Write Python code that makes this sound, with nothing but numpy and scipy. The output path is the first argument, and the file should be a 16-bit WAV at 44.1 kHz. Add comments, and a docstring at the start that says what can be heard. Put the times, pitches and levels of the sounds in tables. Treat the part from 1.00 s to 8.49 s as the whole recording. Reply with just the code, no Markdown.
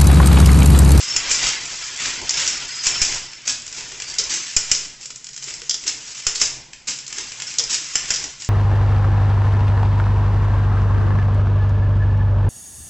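"""A small, hard-walled workshop, close to a rapier loom that slowly weaves white and blue weft in turn.
Each of the five picks (passes of the weft) follows the cams: the reed drive clacks twice, steel on steel,
levers knock, loose links tick, jerked heddles jingle and the gripper of that yarn snaps.
Between the blows wires rattle, the warp rubs through the reed, dry guides squeak, gears rumble
and the motor hums. The loud clacks overload the mono microphone with a low thump."""
import sys
import numpy as np
from scipy import signal
from scipy.io import wavfile
from scipy.ndimage import map_coordinates

SR = 44100
rng = np.random.default_rng(int(sys.argv[2]) if len(sys.argv) > 2 else 0)


def wav_record(signal):
    """Record a signal, one row per channel, as 16-bit PCM in the file named by sys.argv[1]."""
    frames = np.transpose(np.atleast_2d(signal))
    bounded = np.clip(frames, -1, 1)
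    # unit amplitude maps onto the largest positive 16-bit level
    quanta = np.round(bounded * 32767).astype(np.int16)
    wavfile.write(sys.argv[1], SR, quanta)


N = 330309
TIME = np.arange(N) / SR
HIT_TIME = np.arange(SR // 3) / SR  # the clock of a single hit
TOP_HZ = 8330  # the treble rolls off steeply here
ALL, WHITE, BLUE = "12345", "135", "24"  # the picks, by number, on which a part moves


def amp(db):
    """Decibels to gain."""
    return 10 ** (np.asarray(db) / 20)


def unit_rms(x):
    """Scales to rms 1."""
    return x / np.sqrt(np.mean(x ** 2) + 1e-20)


def curve_at(points, hz):
    """Reads a curve along log frequency."""
    point_hz, value = np.transpose(points)
    return np.interp(np.log(hz + 1), np.log(point_hz + 1), value)


def add(mix, start_s, sound):
    """Lays a sound into the mix."""
    part = mix[max(round(start_s * SR), 0):][:len(sound)]
    part += sound[:len(part)]


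def eq(x, curve, body_db=0, shelf_hz=3800, size=2048):
    """Minimum-phase EQ of unit energy; body_db is a low shelf that makes the sound fuller or thinner."""
    hz = abs(np.fft.fftfreq(size, 1 / SR))
    log_gain = np.log(amp(curve_at(curve, hz) + body_db / (1 + (hz / shelf_hz) ** 6)))
    log_gain -= np.log(1 + (hz / TOP_HZ) ** 16)
    taps = np.fft.ifft(np.exp(np.conj(signal.hilbert(log_gain)))).real
    return signal.oaconvolve(x, taps / np.linalg.norm(taps))[:len(x)]


def drift(per_s, size):
    """Smooth random modulation of rms 1."""
    knots = np.arange(size) * per_s / SR
    return unit_rms(map_coordinates(rng.standard_normal(4096), [knots], order=3, mode="wrap"))


def cues(table):
    """Repeats each row on its picks, timed from the start of the scene."""
    return [(beat_s + after_s, *rest) for number, (beat_s, *_) in enumerate(PICKS, 1)
            for picks, after_s, *rest in table if str(number) in picks and beat_s + after_s < N / SR]


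# Reverb time of the workshop: freq_hz, t60_s
ROOM_DECAY = [(150, 1), (1000, 0.37), (3000, 0.4), (8000, 0.33)]
def reflections(predelay_s=.006, echoes_per_s=3000):
    """Dense echoes from hard walls, each band dying at its own speed."""
    echoes = rng.standard_normal(SR) * (rng.random(SR) < echoes_per_s / SR)
    echoes *= np.arange(SR) > predelay_s * SR
    hz, t, bands = signal.stft(echoes, SR, nperseg=256)
    decay = amp(-60 * t / curve_at(ROOM_DECAY, hz)[:, None])
    tail = signal.istft(bands * decay, SR, nperseg=256)[1]
    return tail / np.linalg.norm(tail)


def workshop(send, spots=5):
    """The hand-held microphone moves, so one pattern of echoes crossfades into the next."""
    place = np.linspace(0, spots - 1, N)
    fades = [np.sqrt(np.maximum(1 - abs(place - k), 0)) for k in range(spots)]
    return sum(signal.fftconvolve(send * fade, reflections())[:N] for fade in fades)


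# EQ of the drive's low drone: freq_hz, gain_db
DRONE_EQ = [(12, -1), (45, -6), (100, -14.5), (180, -5), (400, -20.5), (1000, -29.5), (3000, -32.5)]
def motor(pitch_hz=131.5, hum_db=-59, wander_per_s=32, drone_db=-61):
    """A rough hum that swells and breaks, over the low drone of the drive."""
    wander = drift(wander_per_s, N) + 1j * drift(wander_per_s, N)
    hum = unit_rms((wander * np.exp(2j * np.pi * pitch_hz * TIME)).real)
    drone = unit_rms(eq(rng.standard_normal(N), DRONE_EQ))
    return amp(hum_db) * hum + amp(drone_db) * drone


# Load through one turn of the main shaft: after_beat_s, wires_db, warp_db, gears_db
TURN_LOAD = [(0, -30.5, -39.5, -53), (.09, -31, -36, -46), (.17, -25, -39, -49), (.29, -29.5, -39, -44),
             (.41, -41.5, -46.5, -55), (.55, -44, -50, -58), (.8, -41.5, -47.5, -57),
             (.94, -33, -41.5, -47.5), (1.07, -35.5, -44, -50), (1.25, -35, -42, -53),
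             (1.42, -35, -39, -46.5), (1.6, -29, -42, -64)]
# Slow swell of the load on top of it, heaviest over the first pick: time_s, wires_db, warp_db, gears_db
SLOW_LOAD = [(0, 7, 7, 12), (.25, 1, 10, 6), (.55, 8, 17, 8), (.76, 16, 14.5, 13), (1.05, 5, 13, 4),
             (1.25, 4, 9.5, 6), (1.45, 12, 12, 3), (1.72, 1, 6, 10), (2.15, 3.5, 7, 4.5), (2.55, 1, 4, 1),
             (3, 0, 1.5, 1.5), (3.38, 1, 6, 1.5), (3.75, 0.5, -2, -1.5), (4.25, -3, -5, -5),
             (5.1, 0.5, -7.5, -2.5), (5.78, -5, -4, -1), (6.1, 1.5, 1, -1.5), (7.49, 1, 1, 0)]
def load(layer, turn_s=1.734):
    """Gain of one running noise: the load at this point of the turn, times its slow swell."""
    column = 1 + ("wires", "warp", "gears").index(layer)
    beats = np.array([PICKS[0][0] - turn_s] + [pick[0] for pick in PICKS])
    since_beat = TIME - beats[np.searchsorted(beats, TIME, "right") - 1]
    turn, ride = np.transpose(TURN_LOAD), np.transpose(SLOW_LOAD)
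    turn_db = np.interp(since_beat, turn[0], turn[column], period=turn_s)
    return amp(turn_db + np.interp(TIME, ride[0], ride[column]))


# EQ of the gear rumble: freq_hz, gain_db
GEAR_EQ = [(12, -28.5), (20, 3.5), (69, 2), (98, -8.5), (129, 2.5), (160, -4), (204, -11), (257, -1.5),
           (303, -7), (351, -0.5), (413, -6.5), (511, -8), (1000, -2.5), (1300, -33), (2200, -120)]
def gears(flutter_db=3.1):
    """The gears knock and rumble under the load."""
    lumpy_noise = rng.standard_normal(N) * amp(flutter_db * drift(30, N))
    return load("gears") * unit_rms(eq(lumpy_noise, GEAR_EQ))


def strand_taps(per_s, spread_db, decay_s, partials, strands=120):
    """Many thin strands tap each other; each rings briefly with a few overtones of its own."""
    t, out = HIT_TIME[:3000], np.zeros(N)
    place, phase = rng.random((2, strands, partials, 1))
    hz = (np.arange(partials)[:, None] + place) * TOP_HZ / partials
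    rings = np.sin(2 * np.pi * (hz * t + phase)).sum(1) * np.exp(-t / decay_s) * (1 - t / t[-1])
    strength = amp(spread_db * np.minimum(rng.exponential(1, N), 3))
    strand = rng.integers(0, strands, N)
    for i in np.flatnonzero(rng.random(N) < per_s / SR):
        add(out, TIME[i], strength[i] * rings[strand[i]])
    return unit_rms(out)


# EQ of yarn rubbing on the reed: freq_hz, gain_db
WARP_EQ = [(100, -31.5), (600, -24.5), (1100, -7.5), (1600, -3), (2500, 0.5), (3600, -5.5), (5000, -1),
           (8000, -15)]
def warp(flutter_db=.72):
    """The warp rubs unevenly through the reed: a hiss full of tiny plucks."""
    friction = unit_rms(rng.standard_normal(N) * amp(flutter_db * drift(90, N)))
    plucks = strand_taps(per_s=350, spread_db=3, decay_s=.025, partials=5)
    return load("warp") * unit_rms(eq(friction + plucks, WARP_EQ))


def chirps(per_s, low_hz=4300, high_hz=7700, length_s=.034):
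    """Wires stick and slip along the reed: short chirps, each at its own slightly gliding pitch."""
    t, out = HIT_TIME[HIT_TIME < length_s], np.zeros(N)
    for when, pitch, glide, strength in rng.random((round(per_s * N / SR), 4)):
        hz = (low_hz + pitch * (high_hz - low_hz)) * (1 + (glide - .5) * t)
        add(out, when * N / SR, strength * np.hanning(len(t)) * np.sin(2 * np.pi * np.cumsum(hz) / SR))
    return unit_rms(out)


# Bright EQ of thin metal, also for heddles and links: freq_hz, gain_db
WIRE_EQ = [(60, -20), (350, -16.5), (750, -18), (1500, -10), (2500, -4), (3700, -6), (4400, -5),
           (5200, 0.5), (6400, 0), (7500, 1), (7830, -0.5), (8020, -9.5)]
def wires():
    """The wires rattle and chirp, swelling with the load."""
    taps = strand_taps(per_s=900, spread_db=2, decay_s=.007, partials=12)
    rattle = unit_rms(eq(taps, WIRE_EQ, body_db=-1))
    return load("wires") * (rattle + .4 * chirps(per_s=80))


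# Dull knocks of the levers: picks, after_beat_s, pitch_hz, level_db, decay_s
CAM_KNOCKS = [("345", .28, 350, -44.5, 0.036), (ALL, .905, 390, -40, .035), ("123", 1.05, 420, -40.5, .033),
              (WHITE, 1.286, 335, -43, .036), (BLUE, .607, 243, -41, .054),
              (BLUE, 1.3205, 470, -35.5, 0.047), (BLUE, 1.434, 330, -40.5, 0.094)]
def cams(attack_s=.0043, judder_per_s=170):
    """Each lever lands on its cam with a dull, juddering knock."""
    t, out = HIT_TIME, np.zeros(N)
    for start_s, pitch_hz, level_db, decay_s in cues(CAM_KNOCKS):
        envelope = (1 - np.exp(-t / attack_s)) * np.exp(-t / decay_s) * (1 - t / t[-1])
        judder = drift(judder_per_s, len(t)) + 1j * drift(judder_per_s, len(t))
        tone = (judder * np.exp(2j * np.pi * pitch_hz * t)).imag / np.sqrt(2)
        add(out, start_s, amp(level_db) * envelope * tone)
    return out


# Thin squeaks of the guides: start_s, length_s, pitch_hz, level_db, swell_db
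GUIDE_SQUEAKS = [(.005, 0.092, 5080, -33, 5), (0.081, 0.092, 5390, -25, 9), (1.324, 0.074, 5370, -30, 0),
                 (1.495, .1, 5350, -34, 4), (1.686, .14, 5050, -36, 4), (1.873, 0.16, 5375, -28, -2),
                 (2.053, 0.37, 5390, -43.5, -14), (3.062, .075, 4600, -39, -1),
                 (3.342, 0.099, 6170, -35, -1), (6.468, .018, 5380, -30, 0), (6.637, .025, 5000, -32, 0),
                 (7.235, .02, 5860, -32, -1)]
def guides(sag=.009, jitter=.004, stutter_db=3):
    """Dry guides stick and slip: each squeak stutters, and its pitch sags a little through the stroke."""
    out = np.zeros(N)
    for start_s, length_s, pitch_hz, level_db, swell_db in GUIDE_SQUEAKS:
        stroke = np.linspace(-.5, .5, round(length_s * SR))
        hz = pitch_hz * (1 - sag * stroke + jitter * drift(250, len(stroke)))
        stutter = unit_rms(amp(stutter_db * drift(120, len(stroke))))
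        envelope = amp(level_db + swell_db * stroke) * stutter * signal.windows.tukey(len(stroke), .25)
        add(out, start_s, envelope * np.sqrt(2) * np.sin(2 * np.pi * np.cumsum(hz) / SR))
    return out


# Bursts of heddle jingle: picks, after_beat_s, level_db, hold_s, body_db
HEDDLE_JINGLES = [(BLUE, .604, -21, .03, -3), (BLUE, 1.205, -33, 0.036, -7.5), (BLUE, 1.426, -21, .056, -4),
                  (WHITE, 1.298, -24.5, 0.033, -1), (WHITE, .438, -36, .03, -4), (ALL, .894, -33, .034, -2),
                  ("14", .131, -21, 0.033, -7), ("1", .262, -20, .064, 0), ("1", .826, -27, .07, 7.5),
                  ("1", 1.206, -22, 0.046, 4), ("1", 1.671, -23, 0.042, -3), ("2", .248, -25.5, .034, 0),
                  ("2", .585, -30.5, .01, 2), ("4", .081, -26.5, .014, -7.5)]
def heddles(attack_s=.0029, settle_s=.022):
    """A jerk of a shaft sets all its heddles shaking; then they settle."""
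    t, out = HIT_TIME, np.zeros(N)
    shaking = strand_taps(per_s=1500, spread_db=4, decay_s=.005, partials=8)
    for start_s, level_db, hold_s, body_db in cues(HEDDLE_JINGLES):
        envelope = (1 - np.exp(-t / attack_s)) * np.exp(-np.maximum(t - hold_s, 0) / settle_s)
        taps = np.take(shaking, round(start_s * SR) + np.arange(len(t)), mode="wrap")
        add(out, start_s, amp(level_db) * envelope * unit_rms(eq(taps, WIRE_EQ, body_db)))
    return out


def steel_hit(curve, modes, body_db, tail_db, contact_s, tail_s, crack_db, modes_db, attack_s=.0002):
    """Steel on steel: a crack with a noisy tail, and the part's modes, struck differently each time."""
    t = HIT_TIME
    attack, contact = 1 - np.exp(-t / attack_s), np.exp(-t / contact_s)
    tail = amp(tail_db) * np.exp(-t / tail_s) * (1 - contact)
    crack = eq(rng.choice([-1., 1.], len(t)) * (contact + tail) * attack, curve, body_db)
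    hz, level_db, t60_s = np.transpose(modes)[:, :, None]
    accent, phase, detune = rng.standard_normal((3, len(modes), 1))
    hz = hz * (1 + .004 * detune)
    ringing = amp(level_db + 2 * accent - 60 * t / t60_s) * np.sin(2 * np.pi * (hz * t + phase))
    return amp(crack_db) * crack + amp(modes_db) * ringing.sum(0) * attack


# Dry ticks of the links: picks, after_beat_s, level_db, body_db
LINK_TICKS = [("245", .4655, -21, 6), (ALL, .798, -19, -6), (ALL, .8115, -17.5, -6.5),
              ("123", .8595, -18, -3), ("123", .9167, -19, 10), (ALL, .941, -20, 3), (ALL, 1.052, -19, 4),
              (ALL, 1.273, -18, -1), (BLUE, 1.1335, -15, 4), (BLUE, 1.1535, -13.5, 3),
              (WHITE, 0.49, -22, -2), (WHITE, .492, -17.5, -10.5), (WHITE, .5386, -18, 2),
              (WHITE, .5932, -19.5, -11.5), (WHITE, .678, -19, -9), (WHITE, .7025, -20, -2.5),
              (WHITE, .724, -22, -4), (WHITE, .876, -16, -11), (WHITE, .974, -15, -6.5),
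              ("4", .0896, -7.5, -6), ("4", .72, -17, -4), ("4", .8595, -15, 3), ("4", .9165, -12, 2),
              ("5", .285, -13, -6)]
def links(strays_per_pick=6, slack_s=(.68, .95), stray_db=-24, spread_db=2, stray_body_db=-7):
    """Loose links tick against the frame: on cue, and at random while crossing shafts leave them slack."""
    out = np.zeros(N)
    strays = [(beat_s + rng.uniform(*slack_s), rng.normal(stray_db, spread_db), stray_body_db)
              for beat_s, *_ in PICKS for _ in range(strays_per_pick)]
    for start_s, level_db, body_db in cues(LINK_TICKS) + strays:
        tick = steel_hit(WIRE_EQ, FRAME_MODES, body_db, tail_db=-12,
                         contact_s=.0028, tail_s=.008, crack_db=-7, modes_db=-25)
        add(out, start_s, amp(level_db) * tick)
    return out


# EQ of a gripper's snap: freq_hz, gain_db
SNAP_EQ = [(60, -25.5), (350, -22), (1000, -26), (2000, -17), (2700, -15), (3200, -7), (4300, -7.5),
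           (5200, 3.5), (6600, 0), (7500, -0.5), (8100, -16.5)]
# Ring of the gripper rods: pitch_hz, level_db, t60_s
ROD_MODES = [(1540, -19.5, 0.16), (2050, -14.5, 0.05), (3220, -15.5, .06), (4970, 3, 0.066),
             (4980, 5, 0.081), (5900, 2, 0.08), (6700, -4.5, .06), (6950, -7.5, 0.053)]
# Snaps and their rebounds: picks, after_beat_s, level_db, body_db, tail_db
GRIPPER_SNAPS = [(WHITE, 1.1295, -12.5, -3.5, -13), (WHITE, 1.144, -15, 2.5, -15),
                 (WHITE, 1.1775, -18.5, 5.5, -11), (WHITE, 1.313, -13.5, -3, -17.5),
                 ("2", .6095, -18, -2, -15), (BLUE, 1.3172, -13.5, -3, -2.5), (BLUE, 1.328, -19, 7, -2),
                 (BLUE, 1.371, -22, -3, -8), ("5", .204, -18, 1, -8)]
def grippers():
    """The grippers snap at the end of their travel and rebound."""
    out = np.zeros(N)
    for start_s, level_db, body_db, tail_db in cues(GRIPPER_SNAPS):
        snap = steel_hit(SNAP_EQ, ROD_MODES, body_db, tail_db,
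                         contact_s=.0043, tail_s=.015, crack_db=2, modes_db=-17)
        add(out, start_s, amp(level_db) * snap)
    return out


def overload_thump(dip_s=.024, recovery_s=.075, spike_s=.003, attack_s=.001):
    """A low thump as the loud clack overloads the microphone: a sharp dip that slowly recovers."""
    t = HIT_TIME
    dip = .6 * np.exp(-t / spike_s) + np.exp(-t / dip_s)
    recovery = dip_s * t / recovery_s ** 2 * np.exp(-t / recovery_s)
    return (recovery - dip) * (1 - np.exp(-t / attack_s)) * (1 - (t / t[-1]) ** 4)


# EQ of the reed drive's clack: freq_hz, gain_db
CLACK_EQ = [(60, -22.5), (400, -21.5), (1000, -20), (1450, -14.5), (2400, -9), (3300, -9.5), (3900, -16),
            (4600, -12), (5300, 3), (6400, -2), (7250, -2), (7750, -2.5), (8100, -13.5)]
# Ring of the steel frame: pitch_hz, level_db, t60_s
FRAME_MODES = [(429, -19, 0.08), (1437, -15, .08), (1977, -10.5, .07), (2405, -4, 0.047), (2916, -11, 0.13),
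               (3150, -15.5, 0.044), (4230, -7, 0.054), (4810, -5.5, 0.086), (5150, 5.5, 0.046),
               (5440, -14.5, .14), (6200, -5, 0.16), (6660, -10.5, 0.053), (6950, 3.5, .07),
               (7350, 7.5, 0.052)]
# The reed's beat and return that open each pick:
# beat_s, return_after_s, level_db, body_db, tail_db, beat_thump_db, return_thump_db
PICKS = [(0.163, 0.15, -10, 1.5, -12.5, -34, -33), (1.867, 0.15, -10, 1.5, -5.5, -32, -19.5),
         (3.5652, 0.15, -7, -0.5, -11.5, -20, -27), (5.267, .1482, -9.5, 3, -9.5, -25.5, -32.5),
         (6.9548, 0.15, -10.5, 6.5, -11, -38.5, -35)]
def reed_drive(return_accent_db=.5, bounce_after_s=.033, bounce_db=-23.5):
    """Two heavy clacks and a bounce on every pick; the overload thumps go on a separate stem."""
    clacks, thumps = np.zeros((2, N))
    for beat_s, return_after_s, level_db, body_db, tail_db, beat_thump_db, return_thump_db in PICKS:
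        return_s = beat_s + return_after_s
        blows = (beat_s, level_db, beat_thump_db), (return_s, level_db + return_accent_db, return_thump_db)
        for start_s, clack_db, thump_db in blows:
            clack = steel_hit(CLACK_EQ, FRAME_MODES, body_db, tail_db,
                              contact_s=.004, tail_s=.032, crack_db=-1, modes_db=-11)
            add(clacks, start_s, amp(clack_db) * clack)
            add(thumps, start_s, amp(thump_db) * overload_thump())
        bounce = steel_hit(SNAP_EQ, ROD_MODES, body_db=-3, tail_db=4,
                           contact_s=.0043, tail_s=.014, crack_db=2.5, modes_db=-16.5)
        add(clacks, return_s + bounce_after_s, amp(bounce_db) * bounce)
    return clacks, thumps


def scene():
    """The loom up close, its bright hits and squeaks sent to the room; the same in both channels."""
    clacks, thumps = reed_drive()
    snaps, ticks, jingles, squeaks = grippers(), links(), heddles(), guides()
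    send = amp(-6) * clacks + amp(-6.5) * snaps + amp(-3) * (ticks + jingles) + amp(-8) * squeaks
    room = workshop(send)
    action = clacks + thumps + snaps + ticks + jingles + squeaks + cams()
    bed = amp(-4.5) * wires() + amp(-.1) * warp() + amp(-1.43) * gears() + motor()
    mono = bed + action + room
    return np.array([mono, mono])


def record(dry, ceiling=.85):
    """A soft clip rounds off the loudest peaks; a steep low-pass trims the top."""
    rounded = dry / (1 + (dry / ceiling) ** 6) ** (1 / 6)
    lowpass = signal.firwin(161, TOP_HZ, window=("kaiser", 8), fs=SR)
    return signal.oaconvolve(rounded, lowpass[None], "same")


dry = scene()
out = record(dry)
wav_record(out)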